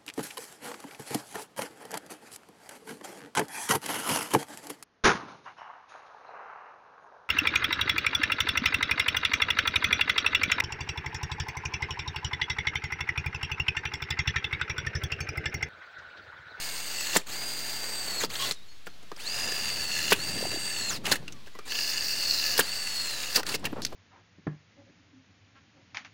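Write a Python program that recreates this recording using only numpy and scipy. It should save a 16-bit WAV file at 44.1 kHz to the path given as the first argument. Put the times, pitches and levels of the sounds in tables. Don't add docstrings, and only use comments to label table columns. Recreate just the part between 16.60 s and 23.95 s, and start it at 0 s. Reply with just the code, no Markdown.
import sys
import numpy as np
from scipy import signal
from scipy.fft import rfft, irfft, next_fast_len
from scipy.io import wavfile
from scipy.ndimage import uniform_filter1d

SR = 44100
rng = np.random.default_rng(int(sys.argv[2]) if len(sys.argv) > 2 else 0)


def pcm_store(signal):
    levels = np.round(np.clip(np.atleast_2d(signal), -1, 1) * 32767)
    wavfile.write(sys.argv[1], SR, levels.astype(np.int16).T)


def volts_from_db(level):
    exponent = np.asarray(level, float) / 20
    return 10 ** exponent


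N = 324135
TIME = np.arange(N) / SR

# f/Hz, density/dB
STREET_SPECTRUM = [(15, -10.5), (40, -16), (90, -18.5), (200, -35), (400, -29.5), (2500, -25.5),
                   (4300, -25.5), (5700, -32), (9000, -40), (16000, -45)]
# t/s, gust level/dB
GUSTS = [(0.0, -86), (0.57, -76), (1.4, -82), (1.72, -48), (1.79, -88), (1.88, -47), (1.95, -66),
         (2.74, -66.5), (2.86, -43), (2.97, -55), (3.75, -43), (4.1, -58), (4.5, -43), (5.0, -66.5),
         (5.7, -56), (6.7, -61), (6.96, -46), (7.35, -46.5)]
# t/s, peak/dB, f/Hz
LOW_POPS = [(2.888, -33, 450), (2.924, -33.5, 396.3), (3.775, -32, 420), (3.81, -33, 602),
            (3.84, -30, 850), (3.87, -31, 380), (3.935, -32, 560), (3.962, -31, 700), (3.975, -33, 320),
            (3.828, -23.5, 498), (3.855, -23.5, 667.6), (3.946, -30, 353), (7.132, -26, 292),
            (7.169, -30, 520), (7.184, -31, 428), (7.199, -38, 350)]
# start/s, end/s,
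# f from/Hz, f to/Hz, level/dB
TOOL_SQUEAKS = [(1.798, 1.85, 1105, 1085, -40), (1.962, 1.992, 3800, 3740, -57),
                (2.0, 2.046, 3650, 4010, -61), (2.086, 2.13, 4290, 4360, -58),
                (2.15, 2.19, 4350, 4330, -69), (2.09, 2.135, 6420, 6600, -67), (2.15, 2.2, 6560, 6600, -72),
                (2.07, 2.095, 7000, 7050, -71), (2.296, 2.316, 4200, 4270, -60),
                (2.335, 2.35, 4200, 4350, -64), (2.297, 2.307, 6320, 6320, -65),
                (4.655, 4.7, 1370, 1400, -63), (4.738, 4.785, 1200, 1110, -62),
                (4.805, 4.85, 1070, 1010, -67), (4.935, 4.955, 6900, 6900, -68),
                (4.945, 4.988, 2030, 1900, -61), (5.0, 5.07, 2380, 2340, -60),
                (7.12, 7.129, 14200, 11000, -62), (7.3, 7.309, 13500, 11000, -68)]
# start/s, end/s,
# f/Hz, width/Hz, level/dB
METAL_SQUEALS = [(1.795, 1.85, 1090, 60, -44), (1.795, 1.852, 3290, 260, -36),
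                 (1.81, 1.855, 2890, 100, -39), (1.795, 1.885, 3900, 2400, -35.5),
                 (1.92, 1.95, 4500, 5000, -50), (6.77, 6.81, 800, 900, -38), (7.16, 7.21, 700, 900, -43),
                 (7.03, 7.05, 700, 900, -46), (6.015, 6.056, 4600, 500, -40),
                 (6.03, 6.055, 7000, 3000, -46), (7.228, 7.243, 4700, 2500, -38),
                 (4.305, 4.33, 1400, 900, -40), (4.68, 4.69, 2720, 120, -44),
                 (7.056, 7.066, 2700, 200, -37), (2.267, 2.274, 2800, 200, -52),
                 (1.605, 1.63, 1900, 900, -40)]

# t/s, peak/dB
BREAKTHROUGH_SNAPS = [
    (.5627, -3),
    (3.5208, -3),
    (4.5178, -8),
    (5.9916, -6),
]
# t/s, peak/dB, thud rel/dB, ring f/Hz
BREAK_BLOWS = [
    (0.567, -3, -17, 7200),
    (3.508, -21, -25, 6460),
    (3.525, -3.5, -13, 2720),
    (4.514, -12, -40, 4160),
    (4.524, -5, -20, 1760),
    (5.978, -7.5, -21, 4800),
    (5.993, -3, -14, 1573),
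]
# t/s, peak/dB, thud rel/dB, ring f/Hz
CHUCK_RATTLES = [(0.553, -15, -6, 4670), (0.564, -4, -11, 1880), (1.637, -20, -9, 900),
                 (1.701, -25, -32, 4300), (1.753, -17.5, -34, 3430), (1.91, -9, -17.5, 4143),
                 (3.521, -3, -11.5, 1540), (3.534, -13, -25, 2633), (4.454, -16, -44, 2850),
                 (4.487, -27, -20, 2947), (4.518, -6, -22, 4300), (5.12, -16, -25, 2730),
                 (5.15, -19, -23, 2820), (5.188, -18, -28, 2827), (6.006, -9.5, -19, 2920),
                 (6.636, -19, -34, 2700), (6.865, -16.5, -44, 4300), (7.043, -20.5, -6.5, 1706),
                 (7.067, -22, -5, 1730), (7.264, -20, -23, 4130)]
# t/s, peak/dB, thud rel/dB, ring f/Hz
CHUCK_CRACKS = [
    (1.646, -15, -14, 4570),
    (4.464, -14, -26, 2800),
    (4.555, -16, -16, 1845),
    (6.759, -6.5, -17.5, 4533),
    (6.775, -24.5, 4, 2802),
    (6.793, -21, -4, 4574),
    (6.889, -15, -35, 4560),
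    (6.941, -15, -12.5, 2210),
    (6.948, -13, -10, 4570),
    (7.053, -12, -38, 2713),
]
# t/s, peak/dB, thud rel/dB, ring f/Hz
TIP_TAPS = [
    (2.268, -23, -9, 1400),
    (2.261, -34, -20, 7200),
    (2.516, -26.5, -2, 1155),
    (4.862, -35, -12, 2690),
    (4.871, -33, -11, 1700),
    (4.951, -32.5, -7, 1000),
    (4.988, -26.5, -9, 1247),
    (7.128, -45, 18, 1072),
]
# t/s, peak/dB, thud rel/dB, ring f/Hz
SWITCH_TICKS = [
    (2.563, -31, -20, 4800),
    (2.428, -40, -5, 6600),
    (4.679, -23, -25, 2750),
    (4.723, -26.5, -35, 5700),
    (6.995, -36, -30, 7850),
    (7.249, -8.5, -21, 4600),
]
# t/s, peak/dB, thud rel/dB, ring f/Hz
METAL_CLINKS = [
    (1.636, -13, -8, 3400),
    (1.922, -13, -30, 6600),
    (6.831, -19, -20, 1450),
    (7.219, -20.5, -25, 4630),
    (7.25, -13, -30, 5800),
    (1.823, -16, -30, 3260),
]
# f/Hz, width/Hz, level/dB
PANEL_MODES = [(170, 25, -1.5), (300, 50, 2), (440, 80, -2.5), (1292, 110, -3)]
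# f/Hz, width/Hz, level/dB
BODY_MODES = [(1740, 110, -4.5), (2080, 90, -10), (2670, 150, 0), (2900, 150, -3), (3550, 150, -10),
              (5640, 150, -10), (6570, 250, -6), (7400, 300, -13)]
# f/Hz, width/Hz, level/dB
EDGE_MODES = [(4300, 220, -2), (4650, 260, 0), (5050, 350, -3), (5900, 700, -11), (15200, 1700, -17)]

# multiple of mesh/1, level/dB, wander/dB
MESH_PARTIALS = [(1, 4, 1.5), (.991, -17, 4), (1.009, -22, 4), (.914, -18, 4)]
# multiple of mesh/1, level/dB
COMMUTATOR_LINES = [(1.796, 3), (1.714, -4), (1.632, -6), (1.653, -9)]
# mesh f/Hz, gain/dB
MESH_GAIN = [(900, -40), (1700, -9), (3600, -10.5), (4050, -1.5), (4300, 3), (4600, 1.5), (4900, 1.5)]
# mesh f/Hz, gain/dB
COMMUTATOR_GAIN = [(1500, -1), (3800, -2), (4300, 4), (4550, 4), (4700, 0.5), (4900, -2.5)]
# multiple of mesh/1, level re hiss/dB, change once tool is turned/dB
GEAR_ORDERS = [(.143, -21, 0), (.327, -17, 0), (.449, -11, -2), (.466, -17, 0), (1.286, -21, 0),
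               (1.918, -22, 0), (2, -18, -3), (2.286, -22, 1), (2.347, -21, -2), (2.572, -24, 1),
               (2.858, -21, -6), (3, -17, -9), (3.428, -26, 2), (3.592, -23, 4)]
KNOCK_HARMONICS = [-4, 5, 0, 0, 0, 0, -1, 1, 0, -1, -6, -3, 2, 0, -2, -3, -6, -5, -2, -6, -7, -8]
# f/Hz, density/dB
HISS_SPECTRUM = [(150, -74), (300, -16.5), (1000, -2), (2000, 1), (3200, 0.5), (4600, 4), (5400, -16.5),
                 (6600, -1.5), (8700, -0.5), (10200, -5.5), (11300, -5.5), (12800, -18), (13800, -9),
                 (15500, -8), (16000, 2.5)]
# f/Hz, width/Hz, share added/1
VENT_SHADOW = [(10200, 3100, -0.68), (13400, 1800, 0.94), (6270, 1000, 1)]

# t/s, spun-up mesh f/Hz, bit load/dB
HOLE_1 = [
    [(0.0, 4913, -38), (0.3, 4728, -40), (0.41, 4380, -38), (0.53, 4247, -36.5), (0.56, 4000, -26.5),
     (0.578, 3200, -42), (0.6, 2300, -50), (0.618, 1200, -56)],
    [(0.662, 4843, -40), (1.14, 4727, -39), (1.39, 4668, -40), (1.595, 4303, -39), (1.618, 3409, -35),
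     (1.645, 2893, -35.5), (1.664, 2400, -47)],
    [(1.69, 4750, -42), (1.725, 4750, -39), (1.75, 4580, -40), (1.797, 4880, -38.5), (1.82, 4490, -35),
     (1.905, 4500, -35.5)],
]
HOLE_2 = [
    [(2.571, 4000, -46.5), (2.655, 3960, -45.5), (2.69, 4777, -42), (2.75, 4958, -39), (3.2, 4588, -39.5),
     (3.39, 4253, -38.5), (3.503, 4213, -37.5), (3.515, 4010, -24)],
    [(3.55, 4700, -39.5), (4.1, 4630, -40), (4.23, 4320, -40), (4.292, 4226, -40.5), (4.31, 3387, -35.5),
     (4.323, 3330, -37), (4.365, 2350, -39), (4.386, 1900, -52)],
    [(4.436, 1944, -45), (4.456, 2050, -39), (4.534, 2492, -35.5), (4.57, 2741, -48)],
]
HOLE_3 = [
    [(5.052, 4954, -43.5), (5.2, 4870, -41), (5.4, 4728, -42), (5.6, 4535, -41), (5.72, 4333, -39.5),
     (5.87, 3874, -39), (5.98, 3600, -38.5)],
    [(6.02, 4643, -38.5), (6.19, 4575, -40.5), (6.48, 4223, -39.5), (6.64, 3778, -39.5),
     (6.745, 3586, -39.5), (6.764, 3280, -26), (6.81, 3060, -46)],
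    [(6.849, 3300, -46), (6.868, 3300, -38), (6.951, 3285, -37), (6.962, 3190, -43)],
]
# mesh whine/dB, motor whine/dB, chatter rel/dB, scream rel/dB, rail hum rel/dB
PULL_CUTS = [(-49, -47, -9, -1, -14.5), (-43, -49, -11, -2, -8.5), (-52, -51, -14, -10, -9.5),
             (-40, -53, -1, 3, -10), (-39.5, -49, -3.5, -1.5, -8), (-59, -62, 1, -20, 1),
             (-44, -53, 0.5, 10.5, -8), (-42.5, -52, -4.5, 3, -12.5), (-55, -43, 2, -1, -3.5)]
QUICK_RESTARTS = [4, 7]
MESH_SPIN_UP = [0, -18, 16, -5.5, -25, 0, -14, -21, 4]
MOTOR_SPIN_UP = [-9, -9, -8, -9, -9, -9, -22, -9, -9]
# start/s, end/s, chatter change/dB, mesh whine change/dB, motor whine change/dB
BITE_CHANGES = [(3.31, 3.5, 3, 0, 0), (3.12, 3.28, -2, 0, 0), (4.335, 4.39, -6, -7, 2),
                (6.9, 6.94, -6, 0, 0), (5.085, 5.2, 3, -2, -3), (1.68, 1.7, 0, -22, -22),
                (0.42, 0.55, 0, 4, 1), (1.59, 1.61, 0, 6, 1), (5.83, 5.98, 0, -5, -3),
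                (6.67, 6.76, 0, -5, -5), (5.64, 5.8, 0, 2, 0), (0.3, 0.53, 5, 0, -2),
                (0.675, 0.7, 0, 8, -4), (4.05, 4.29, 2, 0, 0), (4.297, 4.325, -3, 0, 6),
                (1.83, 1.9, 0, 0, -4)]


def rms_one(x):
    return x / np.sqrt(np.mean(x ** 2) + 1e-20)


def peak_one(x):
    return x / np.abs(x).max()


def white():
    return rng.standard_normal(N)


def in_time(tables):
    s, *columns = np.transpose(np.vstack(tables))
    return [np.interp(TIME, s, c) for c in columns]


def along(points, hz):
    return np.interp(hz, *np.transpose(points))


def band(x, low_hz, high_hz, order=2):
    edges_hz = [low_hz, min(high_hz, .45 * SR)]
    return signal.sosfilt(signal.butter(order, edges_hz, "band", fs=SR, output="sos"), x)


def drift(rate_hz):
    r = np.exp(-20 * np.pi * rate_hz / SR)
    slow = signal.lfilter([1], [1, -2 * r, r * r], rng.standard_normal(N // 10 + 4002))[4000:]
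    return np.interp(np.arange(N) / 10, np.arange(len(slow)), rms_one(slow))


def coloured(x, spectrum):
    hz, level_db = np.transpose(spectrum)
    size = next_fast_len(N)
    grid_hz = np.fft.rfftfreq(size, 1 / SR) + 1
    gain = volts_from_db(np.interp(np.log(grid_hz), np.log(hz), level_db))
    return rms_one(irfft(rfft(x, size) * gain, size)[:N])


def resonance(x, hz, width_hz):
    r = np.exp(-np.pi * width_hz / SR)
    poles = [1, -2 * r * np.cos(2 * np.pi * hz / SR), r * r]
    return signal.lfilter([(1 - r * r) / 2, 0, (r * r - 1) / 2], poles, x)


def body(x, modes):
    return sum((-1) ** k * volts_from_db(db) * resonance(x, hz, width_hz) for k, (hz, width_hz, db) in enumerate(modes))


def fade(start_s, end_s, rise_s, fall_s):
    before = np.clip(start_s - TIME, 0, 1) / rise_s
    after = np.clip(TIME - end_s, 0, 1) / fall_s
    return volts_from_db(-60 * (before + after))


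def street():
    return volts_from_db(-56 + 0.47 * drift(1)) * coloured(white(), STREET_SPECTRUM)


def wind():
    gust_db, = in_time([GUSTS])
    lumps_db = 0.94 * drift(31.0) + 2.0 * drift(12)
    rumble = rms_one(band(white(), 59, 280))
    puff = rms_one(band(white() * volts_from_db(5.8 * drift(32) + lumps_db), 420, 740, order=1))
    return volts_from_db(gust_db) * (volts_from_db(lumps_db) * rumble + volts_from_db(-9) * puff)


def pops():
    out = np.zeros(N)
    for s, peak_db, hz in LOW_POPS:
        cycles = (TIME - s) * hz
        out += volts_from_db(peak_db) * np.exp(-(cycles / 1.034) ** 2) * np.sin(2 * np.pi * cycles)
    return out


def walls(x):
    age_s = np.arange(round(.3 * SR)) / SR
    tail = band(rng.standard_normal(len(age_s)), 210, 6100, order=1) * volts_from_db(-60 * age_s / .2)
    return signal.fftconvolve(x, tail / np.sqrt(np.sum(tail ** 2)))[:N]


def squeaks():
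    out = np.zeros(N)
    for start_s, end_s, from_hz, to_hz, db in TOOL_SQUEAKS:
        hz = np.interp(TIME, [start_s, end_s], [from_hz, to_hz])
        out += volts_from_db(db + 3) * fade(start_s, end_s, .03, .03) * np.sin(2 * np.pi * np.cumsum(hz) / SR)
    return out * volts_from_db(2.2 * drift(70))


def squeals():
    rub = white()
    out = np.zeros(N)
    for start_s, end_s, hz, width_hz, db in METAL_SQUEALS:
        tone = rms_one(resonance(resonance(rub, hz, width_hz), hz, width_hz))
        out += volts_from_db(db) * fade(start_s, end_s, 0.014, 0.0097) * tone
    return out


def snaps():
    out = np.zeros(N)
    for s, peak_db in BREAKTHROUGH_SNAPS:
        age_s = TIME - s
        rebound = .3 * np.exp(-((age_s - .0005) / .0003) ** 2)
        out += volts_from_db(peak_db) * (rebound - np.exp(-(age_s / .00008) ** 2))
    return out


def blow(age_s, thud_db, ring_hz, tick_db, t60_s, swell_s):
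    noise, jag = rng.standard_normal((2, len(age_s)))
    rattle = noise * volts_from_db(18 * uniform_filter1d(jag, size=30) - 60 * age_s / t60_s)
    rattle *= np.minimum(age_s / swell_s + 0.3, 1)
    thud = peak_one(band(rattle, 168, 1470))
    knock = peak_one(band(rattle, 1000, 5500)) + peak_one(resonance(rattle, ring_hz, .13 * ring_hz))
    tick = peak_one(band(rattle - 0.6 * resonance(rattle, 12300, 2500), 3000, 30000))
    return volts_from_db(thud_db) * thud + volts_from_db(-9.0) * knock + volts_from_db(tick_db) * tick


def clacks():
    # blows, tick rel/dB, t60/s, swell/s
    kinds = [(BREAK_BLOWS, -4, 0.046, .002), (CHUCK_RATTLES, -15, 0.041, .002), (CHUCK_CRACKS, -7.5, 0.036, .004),
             (TIP_TAPS, -14, 0.052, .0015), (SWITCH_TICKS, -22, 0.035, .0008), (METAL_CLINKS, -11, 0.016, .0004)]
    out = snaps()
    age_s = np.arange(round(.15 * SR)) / SR
    for rows, *kind in kinds:
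        for s, peak_db, thud_db, ring_hz in rows:
            at = round(s * SR)
            hit = volts_from_db(peak_db) * blow(age_s, thud_db, ring_hz, *kind)
            out[at:at + len(age_s)] += hit[:N - at]
    return out + volts_from_db(-32.0) * body(out, list(BODY_MODES) + list(EDGE_MODES)) + volts_from_db(6.5) * body(out, PANEL_MODES)


def trigger():
    spin_up_s, restart_share, restart_lag_s = .027, .76, .022
    rush_power, bite_power = 0.5, 2.1
    pulls = list(HOLE_1) + list(HOLE_2) + list(HOLE_3)
    starts_s, ends_s = np.transpose([(p[0][0], p[-1][0]) for p in pulls])
    mesh_hz, load_db = in_time(pulls)
    switch_s = (np.r_[0, ends_s[:-1]] + starts_s) / 2
    pull = np.clip(np.searchsorted(switch_s, TIME, "right") - 1, 0, None)
    turning = np.r_[1, restart_share * np.isin(np.arange(1, len(pulls)), QUICK_RESTARTS)]
    since_s = np.maximum(TIME - starts_s[pull] - restart_lag_s * np.isin(pull, QUICK_RESTARTS), 0)
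    spun = np.clip(1 - (1 - turning[pull]) * np.exp(-since_s / spin_up_s), .05, 1)
    running = np.max([fade(a, b, 0.01, 0.018) for a, b in zip(starts_s, ends_s)], axis=0)
    lack_db = 20 * np.log10(spun)
    cut_db = np.array(PULL_CUTS, float)[pull].T
    cut_db[0] += np.array(MESH_SPIN_UP)[pull] * np.minimum(1.9 * (1 - spun), 1)
    cut_db[1] += np.array(MOTOR_SPIN_UP)[pull] * np.minimum(14.0 * (1 - spun), 1)
    cut_db[2:4] += bite_power * lack_db
    for start_s, end_s, chatter_db, mesh_db, motor_db in BITE_CHANGES:
        cut_db[:3] += np.outer([mesh_db, motor_db, chatter_db], fade(start_s, end_s, .1, .04))
    return mesh_hz * spun, load_db + rush_power * lack_db, running, cut_db


def rail_hum():
    return rms_one(band(white() * volts_from_db(2.2 * drift(31) + 2.0 * drift(1.3)), 260, 1500, order=1))


def scream():
    return rms_one(body(white() * volts_from_db(2.0 * drift(140) + 2.0 * drift(12)), EDGE_MODES))


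def chatter(carrier):
    beat = volts_from_db(6 * np.cos(2 * carrier) + 2.2 * drift(70) + .8 * drift(4))
    return rms_one(body(white() * beat, BODY_MODES))


def growl(carrier):
    return sum(volts_from_db(1.8 * drift(2) + db) * np.sin(k * carrier + k * k) for k, db in enumerate(KNOCK_HARMONICS, 2))


def vent_hiss(phase, turned):
    rotor = 1 + 0.17 * np.cos(phase / 9.9)
    hiss = coloured(white() * rotor * volts_from_db(2.13 * drift(82)), HISS_SPECTRUM)
    shadow = sum(share * resonance(hiss, hz, width_hz) for hz, width_hz, share in VENT_SHADOW)
    return hiss + ~turned * shadow


def gear_orders(phase, turned):
    return sum(volts_from_db(db + turned_db * turned + 2 * drift(8)) * np.sin(k * phase) for k, db, turned_db in GEAR_ORDERS)


def commutator(phase, brake_db):
    return sum(volts_from_db(db + brake_db * (db > 0) + 1.5 * drift(20)) * np.sin(k * phase) for k, db in COMMUTATOR_LINES)


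def gear_mesh(phase):
    return sum(volts_from_db(db + wander_db * drift(37)) * np.sin(k * phase) for k, db, wander_db in MESH_PARTIALS)


def drill():
    mesh_hz, load_db, running, (mesh_db, motor_db, chatter_db, scream_db, hum_db) = trigger()
    mesh_hz = uniform_filter1d(mesh_hz, size=300)
    accel = np.gradient(mesh_hz) * SR
    turned = TIME >= 2.2

    strain_db = np.minimum(np.abs(accel) / 8000, 5)
    strain_db += 1.5 * np.minimum(load_db + 41, 0) * np.clip(-accel / 5000, 0, 1)
    brake_db = 7 * np.clip(-accel / 25000 - .6, 0, 1)
    unload_db = np.clip(-accel / 12000 - 1, 0, 1)
    blur_db = 0.457 * np.maximum(scream_db + 2.5, 0) * drift(220)
    mesh_db = mesh_db + along(MESH_GAIN, mesh_hz) + 0.68 * drift(2.2) + blur_db - unload_db
    motor_db = motor_db + along(COMMUTATOR_GAIN, mesh_hz) + 1.5 * drift(5)

    jitter = 0.00041 * (1 + .4 * np.maximum(scream_db, 0)) * drift(21.0)
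    phase = 2 * np.pi * np.cumsum(mesh_hz * (1 + jitter)) / SR
    carrier = phase / 107.8

    whines = volts_from_db(mesh_db + strain_db) * gear_mesh(phase)
    whines += volts_from_db(motor_db + strain_db) * commutator(phase, brake_db)
    loaded = volts_from_db(2.5) * vent_hiss(phase, turned) + gear_orders(phase, turned)
    loaded += volts_from_db(chatter_db + 2.5) * chatter(carrier)
    loaded += volts_from_db(scream_db - 3.0) * scream()
    loaded += volts_from_db(hum_db) * rail_hum()
    loaded += volts_from_db(0.48 * hum_db - 18) * growl(carrier)
    return running * (whines + volts_from_db(load_db) * loaded)


def scene():
    background = street() + wind() + pops()
    tool = squeals() + clacks() + drill()
    return (background + squeaks() + tool + volts_from_db(-20.5) * walls(tool))[None]


def low_pass(x):
    return signal.sosfilt(signal.butter(12, 17150, fs=SR, output="sos"), x)


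def record(dry):
    cutoff_hz, offset = 15900, -.0118
    cut = signal.sosfilt(signal.cheby2(16, 45, cutoff_hz * 1.015, fs=SR, output="sos"), dry)
    return low_pass(cut + offset)


dry = scene()
out = record(dry)
pcm_store(out)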